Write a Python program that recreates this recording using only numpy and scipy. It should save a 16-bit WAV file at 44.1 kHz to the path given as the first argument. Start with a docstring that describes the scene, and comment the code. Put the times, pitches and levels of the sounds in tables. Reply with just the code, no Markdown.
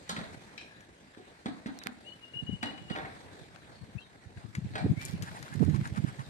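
"""A wooden crate is knocked shut over the soft rustle of an open field. More knocks follow: panels
thump and ring, loose slats chatter, a latch clinks and fingers click. Small birds cheep and whistle
on the left. Near the end a pigeon struggles up and flaps off, pushing air through its feathers,
while gusts of wind rumble and thud against the two openings (ports) of a hand-held microphone."""
import sys
import numpy as np
from scipy import signal
from scipy.fft import rfft, irfft
from scipy.io import wavfile
from scipy.ndimage import uniform_filter1d

SR = 44100
rng = np.random.default_rng(int(sys.argv[2]) if len(sys.argv) > 2 else 0)


def generate_wav(signal):
    """Clip the signal to [-1, 1] and save it as 16-bit WAV at the path in sys.argv[1]."""
    frames = np.transpose(np.atleast_2d(signal))
    scaled = np.clip(frames, -1, 1) * 32767
    pcm = np.round(scaled).astype(np.int16)
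    wavfile.write(sys.argv[1], SR, pcm)


N = 277389

# In the tables, pan is left minus right, and t60 is the time a sound takes to fade by 60 dB.
# how loud the leaves, grass and far bustle are: t/s, level/dB
FIELD_LEVELS = [(0.0, -53), (0.12, -49), (0.26, -48.5), (0.9, -57), (1.678, -54), (2.57, -54.5),
                (2.73, -57.5), (3.1, -49.5), (4.15, -57), (4.8, -52.5), (5.3, -49), (6.29, -51.5)]
# their tone colour: f/Hz, level/dB
FIELD_SPECTRUM = [(40, 10.5), (90, -2.5), (200, 3.5), (430, -2.5), (750, -3.5), (1250, -10), (1700, -5),
                  (2300, -10), (2900, -15), (4000, -13), (5500, -21.5), (8500, -21), (10500, -29),
                  (13500, -38.5)]
# how alike they sound on the left and right: f/Hz, likeness/0-1
FIELD_LIKENESS = [(100, 0.8), (400, 0.91), (1000, 0.4), (3000, 0.021), (8000, 0.13)]
# thin falling calls of far birds: t/s, length/s, first f/Hz, last f/Hz, level/dB,
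# place of the loudest point/0-1, trill depth/0-1
CHEEP_NOTES = [(1.471, 0.17, 4640, 4270, -76.5, 0.3, .3), (1.769, 0.088, 4450, 3774, -64.5, 0.63, .05),
               (2.04, 0.19, 4550, 3910, -73, .4, 0.2), (3.585, 0.078, 4400, 3930, -71, 0.28, 0.27),
               (3.701, 0.19, 4560, 4270, -75.5, 0.6, .3), (3.986, 0.084, 4500, 3804, -69, 0.84, .05),
               (6.231, 0.052, 4060, 3700, -67, 0.48, .05)]
# hoarse rising squeaks: same columns as the cheeps
SQUEAK_NOTES = [(4.003, .06, 3130, 3250, -64, .3, .9), (4.97, 0.085, 2100, 2400, -59, 0.3, .05)]
# one bird's whistles, a list for each note: t/s, f/Hz, level/dB
WHISTLE_NOTES = [
    [(2.044, 2620, -61), (2.06, 2840, -57), (2.07, 2887, -51.5), (2.098, 2954, -48), (2.112, 2856, -67),
     (2.124, 2952, -46.5), (2.172, 3000, -67), (2.19, 2823, -77)],
    [(2.205, 2940, -75), (2.211, 2841, -68), (2.241, 2895, -50), (2.251, 2800, -52), (2.313, 2910, -66),
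     (2.322, 2801, -77)],
    [(2.33, 2800, -72), (2.338, 2860, -48), (2.346, 2810, -41), (2.364, 2934, -49), (2.374, 2865, -36),
     (2.382, 2880, -53), (2.392, 2906, -36.5), (2.424, 2840, -60), (2.43, 2810, -53), (2.455, 2837, -59)],
    [(2.459, 2760, -65), (2.469, 2920, -48.5), (2.487, 2910, -44), (2.509, 2970, -53), (2.519, 2964, -44),
     (2.533, 2880, -49), (2.559, 2980, -48), (2.571, 2920, -66), (2.6, 2820, -67)],
    [(2.607, 2950, -52), (2.617, 2920, -53), (2.633, 2894, -46), (2.659, 2947, -50), (2.671, 2867, -40),
     (2.685, 2905, -54), (2.699, 2880, -45.5), (2.721, 2960, -63), (2.73, 3026, -72)],
    [(2.736, 2900, -65), (2.742, 2940, -54), (2.77, 2930, -60), (2.786, 2940, -50.5), (2.802, 2950, -61),
     (2.872, 2865, -65)],
    [(2.877, 2860, -66), (2.889, 2880, -54), (2.901, 2880, -63), (2.927, 2894, -46), (2.956, 2860, -53)],
]
# another bird's quick upward flicks, a list for each note: t/s, f/Hz, level/dB
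FLICK_NOTES = [
    [(3.972, 2700, -83), (3.98, 2500, -58), (3.988, 2670, -45), (4.006, 2790, -67), (4.016, 2718, -57),
     (4.03, 2780, -72)],
    [(4.962, 1960, -60), (4.976, 2175, -51), (5.022, 2350, -53), (5.056, 2376, -54), (5.102, 2270, -67),
     (5.128, 2325, -62), (5.16, 2306, -64), (5.17, 2197, -71)],
]
# sharp snaps of a fingernail or catch: t/s, level/dB, pan/dB, f/Hz, t60/s
NAIL_SNAPS = [(1.789, -28.5, -17, 5530, .0012), (1.8374, -30.5, -16, 4420, 0.0031),
              (1.8704, -16, -28, 1860, 0.0022)]
# dry ticks of fingers, latches and wing tips: t/s, level/dB, pan/dB, treble against mids/dB, t60/s
DRY_TICKS = [(0.091, -35, -2, 13, .02), (0.164, -33, -3, -9, .03), (0.2, -43, -5, -5, .03),
             (0.5775, -41, -4, -3, .015), (0.806, -43, 0, 4, 0.034), (1.148, -45.5, 28, -7, 0.0066),
             (1.665, -38.5, -2, -0.5, 0.039), (1.815, -42, -6, -20, 0.096), (1.835, -41, 9, 19, 0.011),
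             (2.122, -51, 5, -14, 0.0091), (2.63, -25, 7, -6, .015), (2.777, -45, 7, -14, .015),
             (2.961, -28.5, 4, -15, 0.023), (3.56, -40, 22, -6, 0.0082), (4.3729, -46.5, 20, -9, 0.018),
             (4.5506, -28, 5, 1, 0.028), (5.0127, -36, -2, -2, 0.023), (5.0513, -28, 25, 35, 0.0057),
             (5.058, -37, -13, 28, .008), (5.109, -39, 3, 19, 0.017), (5.2233, -29, 7, 10.5, 0.017),
             (5.232, -36.5, 4.5, 3, 0.044), (5.314, -43, 18, -10, .012), (5.37, -54, 5, 4, .012),
             (5.391, -45, -2, 14, .012), (5.427, -32, 8, 3, 0.012), (5.4803, -39, 18, -5, 0.015),
             (5.518, -51, 9, -14, .018), (5.527, -53, -8, -8, .016), (5.539, -40, 8, 13, 0.012),
             (5.593, -41, 18, -4, 0.022), (5.612, -47, -5, 1, .015), (5.631, -41, 0, 7, .012),
             (5.649, -40, 13, 10, 0.02), (5.698, -36.5, 0, 4, 0.018), (5.745, -37.5, 3, -1, 0.016),
             (5.761, -38, 11, 3, 0.015), (5.8118, -40, 21, 0, 0.011), (5.844, -45, 0, 4, .012),
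             (5.855, -31, 18, -5, 0.018), (5.8736, -36, 4, 11, 0.02), (5.924, -48, 5, -3, .012),
             (5.949, -40, -3, -3, 0.017), (5.96, -39, 10, -4, .015), (5.975, -34, 3, -4, 0.017),
             (6.0405, -40, 4, -2, .012), (6.062, -42, 8, -4, 0.016), (6.088, -39, 3, -4, 0.016),
             (6.157, -52, 0, -5, .012), (6.193, -36, 4, -9, 0.017)]
# blows on the crates: t/s, rattle level/dB, thump level/dB, thump f/Hz, thump t60/s, treble/dB,
# rattle t60/s, crack against rattle/dB, share of ringing/0-1, panel pitch/ratio
CRATE_KNOCKS = [(0.093, -28.5, -39, 178.7, 0.24, -11, 0.14, 8, 0.79, 1.7),
                (.165, -38.5, -36, 207, 0.025, -25.5, 0.12, 7.5, 0.47, 0.94),
                (.182, -37.5, -28, 170, 0.036, -26, 0.35, -4, 0.7, 0.875),
                (1.173, -50, -33.5, 306, 0.02, -19, 0.7, -15, 0.85, 0.95),
                (1.458, -28.5, -21, 224, 0.035, -25.5, 0.051, -7, 0.59, 0.93),
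                (1.659, -42, -25.5, 221.5, 0.049, -30.5, 0.19, -12, 0.38, .98),
                (1.86, -37, -31.5, 200, 0.041, -32, 0.063, -4, 0.55, .98),
                (2.628, -30.5, -33, 231.2, 0.14, -24.5, 1, 19, 0.9, 1.02),
                (2.707, -42, -34.5, 240, 0.037, -35, .12, 6, 0.86, 1),
                (2.899, -40.5, -40.5, 201, 0.1, -28, 0.14, 6, 0.41, 1.02),
                (2.951, -33, -38, 260, 0.037, -37, 0.54, 1.5, 0.69, 0.967),
                (2.99, -37.5, -45, 340, 0.042, -46, .3, 6, 0.82, .94),
                (3.048, -36, -53.5, 236, 0.21, -54, 0.55, 17, 0.92, 0.93),
                (4.736, -44, -46, 246, 0.05, -32, 0.077, 2, 0.7, 1.02),
                (4.754, -32.5, -61, 304, 0.055, -29, 0.052, 12.5, 0.7, 1.05),
                (4.779, -31.5, -58, 302, .05, -22, 0.35, 11, 0.9, 0.98)]
# the tones a crate's panels ring at: f/Hz, level/dB, t60/s
PANEL_MODES = [(476, -5.5, 0.039), (625, 1, 0.032), (775, 7, 0.025), (1240, -23, 0.0071),
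               (1870, -4, 0.0055), (2376, -2, 0.0066), (3650, -12.5, 0.0075)]
# tone colour of loose slats at their brightest: f/Hz, level/dB
SLAT_SPECTRUM = [(250, -2.5), (400, -2), (790, 0.5), (1240, -3.5), (1880, 1), (2700, -14), (4000, 12.5),
                 (5500, 2.5), (8500, 3), (11000, -6.5), (13500, -44)]
# clinks of a metal latch: t/s, level/dB, t60/s
LATCH_CLINKS = [(0.0926, -40.5, 0.055), (0.5774, -33.5, 0.054), (0.611, -42, 0.057)]
# the tones the latch rings at: f/Hz, level/dB, t60/s
LATCH_MODES = [(1700, -10, .01), (2370, 4, .008), (3150, -3, .006), (3950, -2, .006), (4640, -8, .005),
               (5500, -8, .004), (7200, -14, .003)]
# how loud feathers and straw crackle: t/s, level/dB
CRACKLE_LEVELS = [(4.94, -72), (5.018, -49.5), (5.14, -54), (5.2, -98), (5.26, -57.5), (5.6, -62),
                  (6.29, -66)]
# the pigeon's downstrokes: t/s, level/dB, whoosh f/Hz
WING_STROKES = [(5.024, -45, 1990), (5.101, -51, 2000), (5.281, -41.5, 1680), (5.366, -40.5, 870),
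                (5.468, -45, 750), (5.533, -43.5, 1700), (5.632, -42, 1230), (5.754, -41, 1200),
                (5.858, -39, 1440), (5.975, -37.5, 1320), (6.086, -41.5, 1390), (6.206, -43.5, 1150)]
# tone colour of air hissing through feathers: f/Hz, level/dB
FEATHER_SPECTRUM = [(400, -54), (800, 25.5), (1800, 17.5), (3500, 5), (6000, 0), (9000, 5.5), (12000, -11),
                    (13500, -40)]
# how loud the wind is at the ports: t/s, level/dB, pan/dB
WIND_LEVELS = [(0.0, -71, -9), (.18, -61, 3), (.35, -57, -16), (.5, -79, 12), (1.2, -88, 2), (2.27, -93, 5),
               (2.49, -43, -8), (2.6, -55, 1), (2.91, -52.5, 0), (3.1, -60.5, -5), (3.8, -63, 0),
               (4.1, -68, 16), (4.75, -44, 1.5), (4.87, -30.5, 4), (5.0, -45.5, -9), (5.14, -38, -0.5),
               (5.48, -60.5, 14), (5.628, -22, -56), (5.85, -39, -1), (6.01, -43.5, -11), (6.29, -49, 7)]
# tone colour of its rumble: f/Hz, level/dB
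WIND_SPECTRUM = [(20, -40), (45, -38), (90, 0.5), (140, 2), (205, -6.5), (350, -17.5), (500, -37),
                 (900, -44), (1500, -77)]
# the strongest swirls of air, most hitting mainly one port: t/s, level/dB, pan/dB, f/Hz, length/s
WIND_SWIRLS = [(2.365, -41, -31, 123, 0.023), (2.431, -33, -29.0, 151, 0.019), (2.496, -29, 30, 217, 0.011),
               (2.533, -33, 27, 144.4, 0.048), (2.911, -28, -29, 185, 0.012), (3.043, -41, 9, 148, 0.0317),
               (3.828, -40.5, 26, 133, 0.038), (3.962, -33, 34, 130, 0.029), (4.267, -40, -14, 101, 0.022),
               (4.374, -43.5, -25, 94, 0.038), (4.583, -25.5, 4, 137, 0.028),
               (4.639, -33.5, 11, 132.5, 0.043), (4.663, -31, -82, 125, 0.02),
               (4.85, -19.5, -8, 174.4, 0.019), (4.862, -24, -11, 310, 0.014),
               (4.908, -19.5, 44, 148, 0.031), (5.138, -29, -25, 147, 0.019), (5.224, -35, 24, 135, 0.024),
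               (5.556, -27.5, -24, 129, 0.0072), (5.617, -18, -49, 194, 0.035),
               (5.631, -20, -44, 285, 0.01164), (5.693, -27.5, -5, 178.6, 0.041),
               (5.712, -25, -33, 158, 0.016), (5.743, -20.5, -22, 149, 0.021),
               (5.795, -26, -37, 153, 0.017), (5.818, -27.5, 2, 138, 0.027), (5.922, -30, -5, 108, 0.018),
               (5.99, -26.5, -39, 159, 0.041), (6.045, -18, -38, 154, 0.012),
               (6.196, -33.5, -29, 128, 0.024)]


def gain_of(db):
    """Turns decibels into a number to multiply by."""
    return 10 ** (np.asarray(db) / 20)


def fade(t, t60):
    """Starts at 1 and drops by 60 dB every t60 seconds."""
    return gain_of(-60 * t / t60)


def evened(x):
    """Scales a signal to an average strength (rms) of 1."""
    return x / np.sqrt(np.mean(x ** 2) + 1e-20)


def wander(size, span):
    """A smooth random curve: noise averaged twice over span samples."""
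    return evened(uniform_filter1d(uniform_filter1d(rng.standard_normal(size), span), span))


def look_up(points, hz):
    """Reads between the rows of a table, on a logarithmic frequency scale."""
    f, value = np.transpose(points)
    return np.interp(np.log(hz + 1), np.log(f + 1), value)


def coloured(spectrum, size):
    """Noise of strength 1 with the given tone colour."""
    hz = np.fft.rfftfreq(size, 1 / SR)
    return evened(irfft(rfft(rng.standard_normal(size)) * gain_of(look_up(spectrum, hz)), size))


def add(mix, s, sound, pan_db=0., lag=0):
    """Adds a sound at s seconds; it reaches the right port lag samples later than the left."""
    for side, start in ((1, round(s * SR)), (-1, round(s * SR) + lag)):
        part = mix[(1 - side) // 2, start:][:len(sound)]
        part += 2 / (1 + gain_of(-side * pan_db)) * sound[:len(part)]


def resonate(x, hz, width_hz):
    """Keeps a band around hz, which may glide: shifts it down to zero, smooths, and shifts back."""
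    turn = np.exp(2j * np.pi * np.cumsum(hz * np.ones(len(x))) / SR)
    memory = np.exp(-np.pi * width_hz / SR)
    return 2 * (turn * signal.lfilter([1 - memory], [1, -memory], x / turn + 1e-18)).real


def steep_band(x, hz, width_hz):
    """The same resonance twice, so less gets through on either side."""
    return resonate(resonate(x, hz, width_hz), hz, width_hz)


def ring(modes, blow):
    """A struck object rings at its own tones, tuned a little differently each time; peak 1."""
    out = 0
    for (hz, db, t60), detune in zip(modes, rng.uniform(0.97, 1.02, len(modes))):
        width_hz = np.log(1000) / np.pi / t60
        out = out + gain_of(db) * np.sqrt(t60) * steep_band(blow, hz * detune, width_hz)
    return out / abs(out).max()


def echoes(x, t60):
    """Scattered, slightly dull echoes from a trailer, hedges and houses."""
    t, out = np.arange(SR) / SR, []
    for _ in range(2):
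        bounces = rng.standard_normal(SR) * (rng.random(SR) < .05)
        bounces *= fade(t, t60) * np.minimum(t / 0.0012, 1)
        dull = signal.lfilter([1], [1, -.45], bounces)
        out.append(gain_of(-6.5) * signal.fftconvolve(x, dull / np.linalg.norm(dull))[:N])
    return np.array(out)


def field():
    """Leaves, grass and far bustle blur into noise with drifting louder and softer patches."""
    frames, hz = N // 128 + 5, np.fft.rfftfreq(512, 1 / SR)
    a, b, c, d, patches = rng.standard_normal((frames, 257, 5)).T
    left, unrelated = a + 1j * b, c + 1j * d  # two random spectra for every short moment
    patches = evened(uniform_filter1d(uniform_filter1d(patches, 8, 0), 20, 1))
    flicker = evened(uniform_filter1d(rng.standard_normal(frames), 3))
    alike = look_up(FIELD_LIKENESS, hz)[:, None]
    delay = np.exp(-2j * np.pi * hz * 16 / SR)[:, None]  # 16 samples
    right = alike * delay * left + np.sqrt(1 - alike ** 2) * unrelated
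    colour = gain_of(look_up(FIELD_SPECTRUM, hz)[:, None] + 1.9 * patches + 1.5 * flicker)
    rustle = signal.istft(np.array([left, right]) * colour, nperseg=512, noverlap=384)[1][:, :N]
    s, level_db = np.transpose(FIELD_LEVELS)
    return gain_of(np.interp(np.arange(N) / SR, s, level_db)) * evened(rustle)


def drone():
    """A faint, fuzzy drone swells and fades for a quarter of a second after the latch clinks."""
    out, size = np.zeros((2, N)), round(.25 * SR)
    fuzz = evened(steep_band(rng.standard_normal(size), hz=1700, width_hz=260))
    add(out, .63, gain_of(-61) * signal.windows.tukey(size, .5) * fuzz, pan_db=7, lag=10)
    return out


def bird_call(length, first_hz, last_hz, level_db, peak, trill,
              slide_s, start_db, end_db, waver_db, hoarse):
    """A breathy tone that slides in pitch, swells, trembles and fades."""
    sag, wobble, trill_hz = 0.048, .006, 50
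    t = np.arange(0, length, 1 / SR)
    slide = (np.exp(-t / slide_s) - np.exp(-length / slide_s)) / (1 - np.exp(-length / slide_s))
    hz = last_hz + (first_hz - last_hz) * slide
    hz *= 1 - sag * (t / length) ** 3  # the pitch droops as the breath runs out
    hz *= 1 + wobble * wander(len(t), 600)
    swell = gain_of(level_db + np.interp(t / length, [0, peak, 1], [start_db, 0, end_db]))
    tremble = gain_of(waver_db * wander(len(t), 200))
    trill_depth = trill * np.minimum(t / 0.07, 1)
    tremble *= 1 + trill_depth * np.cos(2 * np.pi * trill_hz * (t - peak * length))
    breath = evened(resonate(resonate(rng.standard_normal(len(t)), hz, 180), hz, 160))
    tone = np.sqrt(2) * np.sin(2 * np.pi * np.cumsum(hz) / SR) + hoarse * breath
    return swell * tremble * tone * signal.windows.tukey(len(t), .1)


def far_birds():
    """Birds cheep and squeak on the left, and close echoes mingle with their calls."""
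    out = np.zeros((2, N))
    for s, length, *shape in CHEEP_NOTES:
        slide_s = 0.0202 + 8.41 * max(length - .1, 0)  # long cheeps slide more slowly
        cheep = bird_call(length, *shape, slide_s, start_db=-8, end_db=-19, waver_db=5, hoarse=0.36)
        add(out, s, cheep, pan_db=29, lag=5)
    for s, *shape in SQUEAK_NOTES:
        squeak = bird_call(*shape, slide_s=0.038, start_db=-15, end_db=-33, waver_db=4, hoarse=0.66)
        add(out, s, squeak, pan_db=15, lag=10)
    return out + gain_of(1) * echoes(out[0], t60=.11)


def whistling_birds():
    """Two birds on the left sing pure notes that bend and throb."""
    out = np.zeros((2, N))
    for note in WHISTLE_NOTES + FLICK_NOTES:
        s, hz, level_db = np.transpose(note)
        t = np.arange(s[0], s[-1], 1 / SR)
        pitch = uniform_filter1d(np.interp(t, s, hz), 300, mode="nearest")
        swell = uniform_filter1d(uniform_filter1d(gain_of(np.interp(t, s, level_db)), 80), 80)
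        tone = np.sqrt(2) * np.sin(2 * np.pi * np.cumsum(pitch) / SR)
        add(out, s[0], swell * tone * signal.windows.tukey(len(t), .1), pan_db=15, lag=-5)
    return out + gain_of(-9) * echoes(out[0], t60=.11)


def snaps():
    """A fingernail or catch snaps: a tone that dies almost at once, with a little fizz behind it."""
    out, t = np.zeros((2, N)), np.arange(1000) / SR
    for s, level_db, pan_db, hz, t60 in NAIL_SNAPS:
        click = fade(t, t60) * np.cos(2 * np.pi * hz * t)
        fizz = gain_of(-22) * fade(t, 0.012) * evened(resonate(rng.standard_normal(len(t)), hz, hz))
        add(out, s, gain_of(level_db) * (click + fizz), pan_db, lag=14)
    return out


def ticks():
    """Fingers, latches and wing tips tick: each a short burst of noise with a faint, slower tail."""
    out, t = np.zeros((2, N)), np.arange(2000) / SR
    for s, level_db, pan_db, treble_db, t60 in DRY_TICKS:
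        colour = [(300, -23), (800, -2), (1700, 15.5), (3000, 2.5),
                  (7000, treble_db - 2.5), (12500, treble_db - 16.5)]
        tail = gain_of(-18) * fade(t, 11 * t60)
        burst = coloured(colour, len(t)) * np.minimum(t / .0005, 1) * (fade(t, t60) + tail)
        add(out, s, gain_of(level_db) * burst / abs(burst).max(), pan_db, lag=14)
    return out


def knock(rattle_db, thump_db, thump_hz, thump_t60, treble_db, t60, crack_db, ringing, pitch):
    """A blow cracks and thumps a crate, which bounces once; its slats chatter and its panels ring."""
    t = np.arange(SR // 2) / SR
    since_bounce = np.maximum(t - 0.025, 0)
    uneven_db = 1.6 * evened(uniform_filter1d(rng.standard_normal(len(t)), 250))
    clacks = signal.lfilter([1], [1, -.99], rng.random(len(t)) < 150 / SR)  # about 150 a second
    chatter = gain_of(uneven_db) * fade(t, t60) * (1 + 2.5 * clacks)
    crack = gain_of(crack_db) * fade(t, 0.075)
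    force = np.minimum(t / 0.00026, 1) * (0.68 * chatter + crack)
    force += (since_bounce > 0) * gain_of(-9) * fade(since_bounce, 0.082)  # the bounce cracks too
    colour = [(hz, db + treble_db * np.clip(np.log2(hz / 2500), 0, 1)) for hz, db in SLAT_SPECTRUM]
    slats = force * coloured(colour, len(t)) / 1.03
    panels = ring(np.multiply(PANEL_MODES, (pitch, 1, 1)), force * rng.standard_normal(len(t)))
    rattle = (1 - ringing) * slats + ringing * panels
    thump = np.minimum(t / 0.0014, 1) * fade(t, thump_t60) * np.sin(2 * np.pi * thump_hz * t)
    bounce = np.sin(2 * np.pi * 1.227 * thump_hz * since_bounce)
    bounce *= gain_of(-3) * np.minimum(since_bounce / 0.0054, 1) * fade(since_bounce, 1.58 * thump_t60)
    return gain_of(rattle_db) * rattle + gain_of(thump_db) * (thump + bounce)


def crates():
    """Crates are knocked and shut nearby, a metal latch jingles on the left, and both echo."""
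    out, t = np.zeros((2, N)), np.arange(SR // 2) / SR
    for s, *blow in CRATE_KNOCKS:
        add(out, s, knock(*blow), pan_db=-1, lag=16)
    for s, level_db, t60 in LATCH_CLINKS:
        jingle = ring(LATCH_MODES, rng.standard_normal(len(t)) * fade(t, t60))
        add(out, s, gain_of(level_db) * jingle, pan_db=21, lag=3)
    return out + echoes(out[0], t60=0.37)


def pigeon_crackle():
    """Feathers and straw make many tiny, bright snaps as the pigeon struggles up."""
    s, level_db = np.transpose(CRACKLE_LEVELS)
    sizes = gain_of(3.1 * np.minimum(rng.exponential(1, (3, N)), 5))
    signs = rng.choice([-1., 1.], (3, N))
    shared, left, right = sizes * signs * (rng.random((3, N)) < 350 / SR)  # each about 350 a second
    ports = [shared + .7 * left, np.roll(shared, 18) + .7 * right]
    bright = np.array([resonate(p, 3500, 3200) + resonate(resonate(p, 1900, 900), 1600, 900)
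                       for p in ports])
    return gain_of(np.interp(np.arange(N) / SR, s, level_db, left=-200)) * evened(bright)


def pigeon_wings():
    """Each downstroke pushes air through the feathers: a hiss and a rising, fuzzy whoosh."""
    stroke_s, whoosh_share = 0.063, 0.47
    out, progress = np.zeros((2, N)), np.linspace(0, 1, round(stroke_s * SR))
    swell = np.sin(np.pi * progress) ** 2.1
    for s, level_db, hz in WING_STROKES:
        rising_hz = hz * (0.737 + 0.43 * progress)
        whoosh = evened(steep_band(rng.standard_normal(len(progress)), rising_hz, .22 * hz))
        hiss = coloured(FEATHER_SPECTRUM, len(progress))
        air = (1 - whoosh_share) * hiss + whoosh_share * whoosh
        add(out, s - stroke_s / 2, gain_of(level_db) * swell * air, pan_db=-1, lag=18)
    return out


def wind():
    """Rough air rumbles at each port separately, and strong swirls shake the microphone's membrane."""
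    s, level_db, pan_db = np.transpose(WIND_LEVELS)
    t, out = np.arange(N) / SR, np.zeros((2, N))
    for port, side in enumerate((1, -1)):
        lumps = gain_of(5.5 * wander(N, 500))
        rumble = evened(lumps * coloured(WIND_SPECTRUM, N))
        share = np.sqrt(4 / (1 + gain_of(-2 * side * np.interp(t, s, pan_db))))
        out[port] = gain_of(np.interp(t, s, level_db)) * share * rumble
    for s, level_db, pan_db, hz, length in WIND_SWIRLS:
        phase, drift_phase = rng.random(2)
        progress = np.linspace(0, 1, round(length * SR))
        drift = 0.041 * np.sin(2 * np.pi * (1.47 * progress + drift_phase))  # speeds up and slows down
        turns = hz * length * (progress + drift) + phase
        swing = np.sin(2 * np.pi * turns) + 0.093 * np.sin(4 * np.pi * turns)  # a lopsided swing
        swell = np.sin(np.pi * progress) ** 0.77
        add(out, s - length / 2, gain_of(level_db) * swell * swing, pan_db)
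    return out


def scene():
    """Adds up all the sounds at the left and right ports."""
    return (field() + wind() + crates() + drone() + ticks() + snaps()
            + pigeon_wings() + pigeon_crackle() + far_birds() + whistling_birds())


def record(dry):
    """The microphone squashes the strongest gusts and loses the deepest bass and highest treble."""
    ceiling, lowest_hz, highest_hz = .3, 70, 13500
    squashed = ceiling * np.tanh(dry / ceiling)
    thinned = signal.sosfilt(signal.butter(3, lowest_hz, "high", fs=SR, output="sos"), squashed)
    treble_cut = signal.firwin(511, highest_hz, window=("kaiser", 9), fs=SR)
    return signal.oaconvolve(thinned, treble_cut[None], "same")


dry = scene()
out = record(dry)
generate_wav(out)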